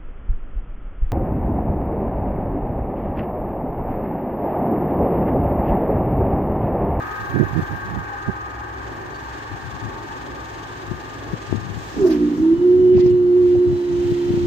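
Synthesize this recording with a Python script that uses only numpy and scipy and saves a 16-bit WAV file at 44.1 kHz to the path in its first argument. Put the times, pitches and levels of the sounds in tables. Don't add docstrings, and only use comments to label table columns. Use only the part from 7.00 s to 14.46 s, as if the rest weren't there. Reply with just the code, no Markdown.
import sys
import numpy as np
from scipy import signal
from scipy.fft import rfft, irfft, next_fast_len
from scipy.io import wavfile
from scipy.ndimage import uniform_filter1d, map_coordinates

SR = 44100
rng = np.random.default_rng(int(sys.argv[2]) if len(sys.argv) > 2 else 0)


def invert_db(level):
    return 10 ** (np.asarray(level, dtype=float) / 20)


def master(y):
    cut = np.clip(np.atleast_2d(y).T, -1, 1)
    pcm = np.round(cut * 32767)
    wavfile.write(sys.argv[1], SR, pcm.astype(np.int16))


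N = 328986
T = np.arange(N) / SR
PORTS = np.array([[.5], [-.5]])

# (t/s, effort/dB)
CAR_EFFORT = [(0, -1), (.6, -2.5), (1.5, -4), (2.3, -0.5), (3.2, 1), (4.6, 0.5), (4.85, 2.5), (5.25, 3),
              (5.6, 0), (6.2, -2.5), (6.6, 2.5), (7.0, 5.5), (7.46, 5.5)]
# (f/Hz, left minus right/dB)
LEAN = [(60, 0), (110, -1), (200, 1.5), (380, -2.5), (700, 2.5), (1290, 3.5), (2380, -1.5), (4400, -1),
        (8120, -5), (15000, 7)]
# (f/Hz, phase/radians)
LAG = [(40, -0.5), (430, 1), (650, -2.5), (900, -1), (1100, -3.5), (1800, -5), (2100, -4), (3200, 0),
       (4400, 1.5), (6800, 6), (11000, 12)]
# (t/s, peak level/dB)
LEFT_EDDIES = [(2.5261, -24.5), (2.8466, -24), (3.9146, -17), (3.92, -13), (4.3337, -12.5), (4.3395, -9),
               (4.5289, -19), (4.5458, -22), (4.5546, -10), (4.5814, -19), (4.7017, -13), (5.4019, -13),
               (5.951, -6), (5.9701, -10), (5.9956, -7), (6.0397, -12), (6.0612, -9), (6.1398, -16.5),
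               (6.5732, -20), (6.7301, -12.5), (7.1212, -10), (7.3065, -5.5), (7.3403, -6.5), (7.3757, -6),
               (7.4419, -17), (7.4575, -16.5)]
RIGHT_EDDIES = [(0.3445, -11.5), (0.353, -10), (0.3611, -3), (0.371, -11), (0.3792, -26), (0.3912, -14.5),
                (0.4003, -2), (0.4085, -4), (0.4145, -2), (0.4275, -5), (0.436, -14), (0.565, -8),
                (0.5774, -8.5), (0.5894, -10), (0.5959, -6), (0.724, -17), (0.9643, -18.5), (0.9733, -12.5),
                (0.9847, -17.5), (1.2865, -10.5), (1.296, -11.5)]


def unit(x):
    return x / np.sqrt(np.mean(x ** 2) + 1e-20)


def along(points, hz):
    f, v = np.transpose(points)
    return np.interp(np.log(hz + 1), np.log(f + 1), v)


def curves(rows):
    s, *cols = np.transpose(rows)
    return [np.interp(T, s, c) for c in cols]


def wobble(rate, near=slice(None)):
    knots = rng.standard_normal(int(N * rate / SR) + 4)
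    return map_coordinates(knots, [T[near] * rate])


def filtered(x, response):
    m = next_fast_len(N + SR // 4)
    return irfft(rfft(x, m) * response(np.fft.rfftfreq(m, 1 / SR)), m)[..., :N]


def coloured(spectrum):
    return lambda hz: invert_db(along(spectrum, hz))


def fuzzy(tones):
    return lambda f: sum(1 / (1 + ((f - hz) / width) ** 2) for hz, width in tones)


def turns(hz):
    return 2 * np.pi * np.cumsum(hz) / SR


def around(s, reach):
    return slice(max(round((s - reach) * SR), 0), round((s + reach) * SR))


def bell(s, length):
    out, near = np.zeros(N), around(s, 3 * length)
    out[near] = np.exp(-.5 * ((T[near] - s) / (length / 2)) ** 2)
    return out


def ringing(rows, rise):
    out = np.zeros(N)
    for s, hz, db, t60 in rows:
        near = slice(int(s * SR) + 1, round((s + t60) * SR))
        age = T[near] - s
        swell = 1 - np.exp(-age / rise)
        out[near] += invert_db(db - 60 * age / t60) * swell * np.sin(2 * np.pi * hz * age)
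    return out


def rush(gain):
    # (f/Hz, likeness of left and right from 0 to 1)
    alike = [(40, 0.7), (130, 0.54), (340, 0.89), (700, 0.26), (1100, 0.57), (1800, 0.36), (2700, 0.2),
             (4500, .35), (6500, 0.16), (10000, .08)]

    def split(hz):
        spread = np.arccos(np.clip(along(alike, hz), -1, 1)) / 2
        return gain(hz) * [np.cos(spread), np.sin(spread)]

    def lean_and_lag(hz):
        return invert_db(along(LEAN, hz) * PORTS) * np.exp(-1j * along(LAG, hz) * PORTS)

    mid, side = filtered(rng.standard_normal((2, N)), split)
    return unit(filtered(np.array([mid + side, mid - side]), lean_and_lag))


def train():
    # (f/Hz, level/dB per Hz)
    roar_spectrum = [(290, -39), (500, -13), (654, -16), (720, -5), (839, -2), (978, -6.5), (1090, -2.5),
                     (1230, -3), (1340, -13.5), (1490, -7.5), (1540, -5), (1610, -3.5), (1850, -6.5),
                     (2010, -19.5), (2300, -17), (2990, -30.5), (5060, -120)]
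    # (f/Hz, level under the roar/dB, loudest at t/s, length/s)
    singing = [(817, -9.5, 1.4, 2.2), (831, -9.5, 3.43, 1.4), (905, -9.5, 2.9, 1.56), (1008, -19, 2.2, 3),
               (1117, -7, 1.9, 3.8), (1215, -8.5, 0.83, 1.8), (1213, -7, 4, 2.5), (1249, -2, 0.064, 0.29),
               (1240, -2, 1.32, 0.41), (1248, -14, 3.15, 0.53), (1537, -13, 1.0, 2.5),
               (1597, -3, 0.69, 1.2), (1578, -11, 2.4, 2.5), (1660, -11.5, 4.14, 0.45), (1806, -16, 2.8, 4)]
    # (f/Hz, level/dB per Hz)
    road_spectrum = [(290, -33), (500, -5), (663, -24.5), (687, -3.5), (937, 1), (963, 0), (1920, -7.5),
                     (2600, -28), (3380, -45.5), (5720, -120)]
    # (f/Hz, level/dB per Hz)
    drone_spectrum = [(15, -63), (28, -32.5), (40, -8.5), (54, -0.5), (73, -10), (86, -7.5), (114, -9),
                      (130, -6.5), (179, -13), (194, -17.5), (271, -6.5), (390, -4.5), (467, -14.5),
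                      (700, -14), (910, -47), (1540, -120)]
    roar = invert_db(1.0 + 0.26 * wobble(11.0)) * rush(coloured(roar_spectrum))
    for hz, db, s, length in singing:
        near = around(s, 1.5 * length)
        sway_hz, sway_db = 3.5 * wobble(25, near), 3 * wobble(14, near)
        lag = along(LAG, hz) + 1.2 * wobble(8, near)
        tone = np.sin(turns(hz + sway_hz) - lag * PORTS)
        level = invert_db(db + 2.5 + along(LEAN, hz) * PORTS + sway_db)
        roar[:, near] += level * bell(s, length)[near] * tone
    effort_db, = curves(CAR_EFFORT)
    tail_db = 2 * np.exp(-T / 0.51)
    rails = np.clip((5.4 - T) / 0.5, 0, 1)
    roar_db = -34.5 - 0.97 * T + tail_db
    road_db = -42.5 + 0.42 * effort_db
    drone_db = -38 + 2.3 * tail_db + 0.33 * effort_db + wobble(5.1)
    roar = np.sqrt(rails) * invert_db(roar_db) * roar
    road = np.sqrt(1 - rails) * invert_db(road_db) * rush(coloured(road_spectrum))
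    return roar + road + invert_db(drone_db) * rush(coloured(drone_spectrum))


def car():
    # (f/Hz, level/dB per Hz)
    clatter_spectrum = [(710, -36.5), (1300, -20), (1900, -7.5), (2700, -7.5), (3440, -9.5), (5000, -14),
                        (5700, -16), (6600, -16.5), (7840, -21.5), (8600, -23.5), (9500, -33),
                        (11000, -42.5), (16000, -120)]
    # (f/Hz, level/dB per Hz)
    hiss_spectrum = [(6000, -60), (9000, -14), (10200, -7.5), (11200, -2), (12500, 0), (14200, 0),
                     (15700, -2), (16000, -60)]
    # (t/s, firings a second/Hz, hum level/dB)
    firing = [
        (0, 21.6, -41),
        (5, 21.6, -42),
        (6.5, 21.6, -45),
        (6.7, 23, -43),
        (6.9, 26.5, -41),
        (7.15, 28.2, -38),
        (7.46, 28, -38),
    ]
    cylinders = [0.5, -0.58, 0.96, -0.59]
    # (t/s, f/Hz, level/dB)
    turbo = [
        (6.65, 7300, -92),
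        (6.8, 8700, -74),
        (6.87, 9500, -78),
        (7, 10900, -76),
        (7.08, 12000, -73),
        (7.15, 13000, -73),
        (7.21, 13700, -77),
        (7.46, 14500, -86),
    ]
    effort_db, = curves(CAR_EFFORT)
    rate, hum_db = curves(firing)
    count = np.cumsum(rate) / SR - 0.0258 * rate[0]
    beat = np.cos(2 * np.pi * count)
    size = np.array(cylinders)[np.round(count).astype(int) % len(cylinders)] + 1.6 * wobble(27)
    idle = np.clip(np.maximum((5.15 - T) / .5, np.minimum(T - 6.4, .6)), .2, 1)
    clatter_db = idle * (2 + 0.3 * size) * beat + 0.9 * wobble(8)
    clatter = invert_db(clatter_db) * rush(coloured(clatter_spectrum))
    injector = fuzzy([(6500, 220), (3450, 150)])
    tick = invert_db(size - 7.5) * idle * ((1 + beat) / 2) ** 3 * rush(lambda f: injector(f) ** 2)
    hum = invert_db(hum_db - 1.5 + 3 * wobble(4)) * np.sin(10 * np.pi * count)
    hum += invert_db(-47 + 3 * wobble(5) + 8 * bell(1.4, .5)) * np.sin(6 * np.pi * count)
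    whistle_hz, whistle_db = curves(turbo)
    whistle = invert_db(whistle_db + 5 + 3 * wobble(30)) * np.sin(turns(whistle_hz + 100 * wobble(150)))
    train_air = invert_db(-63) * np.exp(-(T / 1.1) ** 2)
    air = np.hypot(invert_db(-69 + 0.8 * effort_db), train_air)
    hiss = air * invert_db(3.0 + .8 * beat * idle + .7 * wobble(10)) * rush(coloured(hiss_spectrum))
    return invert_db(-47.5 + effort_db) * (clatter + tick) + hiss + hum + whistle


def bird():
    # (t/s, level/dB, length/s, f/Hz)
    cheep = (2.158, -50, .035, 4500)
    s, db, length, hz = cheep
    bend_hz = 2500 * np.clip(T - s, -.1, .1) + 120 * wobble(200)
    return invert_db(db) * bell(s, length) * np.sin(turns(hz + bend_hz))


def ducking(loud):
    keep = np.exp(-1 / (0.43 * SR))
    power = signal.lfilter([1 - keep], [1, -keep], np.mean(loud ** 2, 0))
    return (1 + power / invert_db(2 * -16.5)) ** (-0.85 / 2)


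def wind():
    # (f/Hz, level/dB per Hz)
    thud_spectrum = [(12, -120), (27, -54.5), (50, -14), (100, 6), (170, -5), (260, -14), (500, -51.5),
                     (900, -120)]
    # (f/Hz, level/dB per Hz)
    flutter_spectrum = [(50, -120), (120, -26.5), (220, -3.5), (320, 2.5), (480, -12.5), (750, -18.5),
                        (1300, -59), (2500, -120)]
    # (t/s, thud level/dB, length/s)
    left_puffs = [(0.626, -16, 0.017), (0.851, -25, 0.023), (2.535, -24, 0.039), (2.666, -24.5, 0.052),
                  (2.75, -26, 0.037), (2.855, -21, 0.054), (3.922, -23.5, 0.067), (4.338, -36, 0.035),
                  (4.54, -17, 0.064), (4.685, -23.5, 0.16), (4.776, -23.5, 0.033), (5.404, -22, 0.041),
                  (5.536, -21, 0.019), (5.596, -21, 0.031), (5.807, -23, 0.18), (5.966, -16, 0.05),
                  (6.057, -22.5, 0.027), (6.12, -19.5, 0.046), (6.242, -26.5, 0.19), (6.459, -25, 0.11),
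                  (6.572, -18.5, 0.039), (6.685, -18.5, 0.031), (6.728, -21, 0.071), (6.932, -23.5, 0.081),
                  (7.001, -24, 0.022), (7.063, -17.5, 0.021), (7.122, -18, 0.036), (7.303, -23, 0.095),
                  (7.366, -37, 0.032), (7.44, -19, 0.067)]
    right_puffs = [(0.223, -26.5, 0.051), (0.302, -23, 0.021), (0.357, -16, 0.036), (0.457, -27, 0.022),
                   (0.407, -18, 0.078), (0.526, -31, 0.081), (0.573, -16, 0.073), (0.73, -20, 0.06),
                   (0.95, -20, 0.11), (1.291, -14.5, 0.024), (5.18, -34, 0.24)]
    puffs = [sum(invert_db(db) * bell(s, length) for s, db, length in port) for port in (left_puffs, right_puffs)]
    thud = invert_db(-3.5) * np.array(puffs)
    swirl = np.array([sum(invert_db(db) * bell(s, .024) for s, db in port) for port in (LEFT_EDDIES, RIGHT_EDDIES)])
    flutter = invert_db(-19 + 3.0) * thud + invert_db(-23.5) * swirl
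    lumps = invert_db(3.3 * np.array([wobble(60), wobble(59.45)]))
    low = unit(filtered(rng.standard_normal((2, N)), coloured(thud_spectrum)))
    low /= np.sqrt(np.abs(uniform_filter1d(low ** 2, size=1200)) + 0.082)
    high = unit(lumps * filtered(rng.standard_normal((2, N)), coloured(flutter_spectrum)))
    return thud * low + flutter * high


def pops():
    out = np.zeros((2, N + SR))
    t = np.arange(-441, 2205) / SR
    ring = 0.29 * (t > 0) * invert_db(-60 * t / 0.073) * np.sin(2 * np.pi * 110 * t)
    for port, eddies in enumerate((LEFT_EDDIES, RIGHT_EDDIES)):
        for s, db in eddies:
            burst_hz = 290 + 5.5 * db
            u = (t * burst_hz * 2.88) ** 2
            pulse = (np.where(t > 0, 1.6, .9) * u - 1) * np.exp(-u)
            start = round(s * SR) - 441
            out[port, start:start + len(t)] += invert_db(db) * (pulse + ring)
    return filtered(out[:, :N], lambda hz: 1 / (1 + (55 / (hz + 1)) ** 4))


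def slap():
    # (t/s, f/Hz, level/dB, time to fall 60 dB/s)
    flick = [
        (4.5262, 330, 3, .016),
        (4.5262, 620, -6, .01),
    ]
    return ringing(flick, rise=0.001) * np.array([[1], [0]])


def linkage():
    # (t/s, level/dB, length/s, centre f/Hz)
    scrapes = [(.62, -68, .04, 13000), (.77, -67, .05, 13000), (4.92, -69, .22, 12500),
               (4.97, -57, .25, 5200), (4.975, -32, .02, 280), (5.02, -32, .07, 210), (5.08, -41, .12, 450),
               (5.05, -63, .025, 12500), (5.073, -47, .012, 4900), (5.079, -58, .02, 14000),
               (5.108, -44, .012, 1800), (5.123, -44, .018, 4200), (5.01, -57, .04, 6500),
               (5.075, -61, .015, 11500), (5.122, -46, .01, 2200), (5.125, -61, .06, 12500),
               (5.07, -55, .01, 8000), (5.107, -50, .007, 4800), (5.108, -56, .008, 9500),
               (5.107, -57, .008, 14500), (5.11, -53, .1, 5500), (5.07, -45, .17, 850),
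               (4.86, -59, .14, 6800), (5.4, -61, .08, 6000), (5.45, -51, .35, 800), (6.5, -58, .06, 2500),
               (5.1, -67, .1, 9000), (5.14, -48, .05, 2200), (5.38, -69, .1, 12500), (5.95, -54, .03, 2600),
               (5.975, -55, .02, 4800), (5.965, -52, .012, 1900), (5.992, -46, .014, 1200),
               (6.02, -52, .12, 2200), (5.997, -52, .014, 4300), (6.008, -49, .012, 4400),
               (6.006, -52, .016, 2800), (6.0, -59, .025, 6300), (6.046, -55, .018, 4700),
               (6.066, -61, .012, 14500), (6.068, -52, .018, 5000), (6.082, -55, .014, 2600),
               (6.095, -57, .012, 4200), (6.11, -52, .016, 2500), (6.108, -62, .016, 7100)]
    out = np.zeros((2, N))
    span = SR // 2
    f = np.fft.rfftfreq(span, 1 / SR)
    for s, db, length, hz in scrapes:
        start = round((s - .25) * SR)
        grains = invert_db(2.5 * rng.standard_normal(span // 50).repeat(50))
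        noise = rng.standard_normal((2, span)) * grains
        spread = np.clip((900 / hz) ** 1.4, .05, .35)
        gain = np.exp(-(np.log(f + 1) - np.log(hz)) ** 2 / spread)
        band = unit(irfft(rfft(noise) * gain, span))
        out[:, start:start + span] += invert_db(db + 5) * bell(s, length)[start:start + span] * band
    return out


def skirt_bars():
    # (t/s, f/Hz, level/dB, time to fall 60 dB/s)
    clank = [(5.977, 720, -21, .014), (6.058, 650, -27, .014), (6.058, 480, -27, .04),
             (5.979, 1000, -33, .04), (6.06, 1050, -40, .05), (6.011, 2150, -42, .03),
             (6.027, 2050, -43, .03), (5.445, 920, -41, .3), (5.61, 920, -43, .2),
             (5.139, 11900, -56, .025), (6.551, 520, -24, .035), (6.551, 720, -26, .03),
             (6.56, 620, -29, .03), (5.07, 5200, -51, .1), (5.115, 2900, -48, .15), (5.975, 1100, -47, .25),
             (5.993, 4230, -50, .2), (6.002, 2050, -49, .3), (6.04, 5000, -55, .15), (6.105, 2900, -53, .2)]
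    return ringing(clank, rise=0.0014) * invert_db(np.array([[1.5], [-1.5]]))


def gears():
    # (from t/s, to t/s, f/Hz, level/dB, unsteadiness/Hz)
    whistles = [(5.22, 5.58, 1120, -60, 3), (6.08, 6.47, 1147, -59, 2), (6.53, 6.8, 1140, -61, 2),
                (5.52, 5.67, 2960, -58, 45), (5.67, 5.76, 2960, -57, 40), (5.75, 5.97, 2980, -61, 35),
                (6.45, 6.85, 2920, -68, 35), (5.95, 6.4, 4280, -72, 10), (5.6, 6.0, 5615, -76, 12),
                (6.0, 6.45, 2960, -68, 30), (6.05, 6.7, 2730, -74, 10), (6.8, 7.1, 2980, -63, 50),
                (7.02, 7.6, 3100, -59.5, 30), (6.1, 6.3, 4011, -71, 10), (6.48, 6.85, 3985, -65, 12),
                (6.8, 7.08, 4020, -65, 12), (7.08, 7.6, 4020, -63, 25), (6.8, 7.6, 1900, -64, 20),
                (7.15, 7.45, 5600, -71, 160), (6.7, 7.1, 6200, -71, 60)]
    out = np.zeros((2, N))
    for start, end, hz, db, sway in whistles:
        near = slice(round(start * SR), round(end * SR))
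        on = np.clip(np.minimum(T[near] - start, end - T[near]) / 0.05, 0, 1)
        tone = np.sin(turns(hz + sway * wobble(60, near)) + np.array([[0], [1.2]]))
        out[:, near] += invert_db(db + 6.5 + 2.5 * wobble(18, near)) * on * tone
    return out


def cabinet(hz):
    # (f/Hz, width/Hz, level/dB)
    panels = [(229, 19, -19), (295.3, 18, -8.5), (334.5, 14, -0.5), (360.64, 13.9, 0), (420.5, 67, -7.5),
              (480.5, 33, -14)]
    return sum(invert_db(db) / (1 + 2j * (hz - centre) / width) for centre, width, db in panels)


def motor():
    # (t/s, shaft turns a second/Hz, pump effort/dB)
    start_up = [(4.96, 83.8, -38.5), (4.995, 83.4, -20), (5.02, 78.9, -4), (5.05, 73.05, -8),
                (5.078, 66.97, -15.5), (5.12, 62.64, -12.5), (5.16, 60.37, -13.5), (5.245, 59.4, -13),
                (5.28, 59.43, -17.5), (5.33, 59.36, -17), (5.405, 62.05, -11), (5.435, 64.3, -11),
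                (5.53, 67, -11), (5.575, 69.1, -17), (5.612, 70.45, -13.5), (5.65, 71.5, -11)]
    # (t/s, shaft turns a second/Hz, pump effort/dB)
    lifting = [(5.78, 72.96, -11), (5.93, 72.74, -10.5), (6.07, 71.9, -12.5), (6.28, 71.5, -14),
               (6.36, 71.82, -11.5), (6.6, 71.5, -13.5), (6.7, 70.9, -13.5), (6.75, 70.5, -17),
               (6.87, 70.23, -16), (6.95, 70.4, -14.5), (7.46, 70, -14.5)]
    # (multiple of the shaft, level under the whine/dB, rise/dB per Hz below easy speed)
    leaks = [(3, -15.5, 0.71), (4, -18.5, 1.35), (6, -32, 1.4), (8, -41.5, 1.5)]
    # (multiple of the shaft, level/dB)
    faint = [(7, -55.5), (9, -53.5), (10, -52), (11, -61.5), (13, -57.5), (15, -58.5), (20, -62.5)]
    # (t/s, f/Hz, level/dB, time to fall 60 dB/s)
    rings = [
        (4.4, 160, -36, 0.35),
        (5.05, 654, -29, 0.38),
        (5.05, 372, -10.5, 0.4),
        (5.09, 331, -18.5, .35),
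        (5.17, 297, -17, 0.23),
    ]
    shaft, effort_db = curves(start_up + lifting)
    shaft = uniform_filter1d(shaft, size=701) + 0.12 * wobble(5)
    running = np.clip((T - start_up[0][0]) / 0.0063, 0, 1)
    angle = turns(shaft + .25 * wobble(30))

    def order(k, db):
        wave = cabinet(k * shaft) * np.exp(1j * (k * angle + k * k))
        return invert_db(effort_db + 3 + db) * np.imag(wave)

    out = order(5, (.5 + 2.5 * bell(5.22, .25)) * wobble(35))
    easy_hz = 72.84
    strain = np.maximum(easy_hz - shaft, 0.23 * (shaft - easy_hz))
    for k, db, gain in leaks:
        out += order(round(k), db + gain * strain + 2 * wobble(8))
    for k, db in faint:
        out += invert_db(db - .7 * strain + 2.5 * wobble(9)) * np.sin(round(k) * angle)
    out += invert_db(-36.5 + 1.5 + 2.1 * wobble(9)) * bell(5.17, 0.23) * np.sin(angle)
    out += ringing(rings, rise=0.0031)
    whine = invert_db(effort_db) * np.abs(cabinet(5 * shaft))
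    growl = filtered(rng.standard_normal(N), lambda f: np.exp(-((f - 320) / 70) ** 2))
    out += (whine * invert_db(-24.5) + invert_db(-25.0) * bell(5.2, 0.62)) * unit(growl)
    shifted = np.clip((T - 6.73) / .04 + .5, 0, 1)
    left = (1 - shifted) * np.roll(out, -6) + shifted * invert_db(-1) * out
    left += whine * invert_db(-29.5) * unit(np.roll(growl, 9000))
    return running * np.array([invert_db(-2.5) * left, out])


def scene():
    whine = motor()
    street = ducking(whine) * (train() + car()) + bird()
    gusts = wind() + pops() + slap()
    barrier = whine + gears() + linkage() + skirt_bars()
    return street + gusts + barrier


def top_cut(x):
    return signal.sosfilt(signal.butter(12, 15790, fs=SR, output="sos"), x)


def record(dry):
    rounded = dry / (1 + np.abs(dry / .95) ** 6) ** (1 / 6)
    return top_cut(rounded)


dry = scene()
out = record(dry)
master(out)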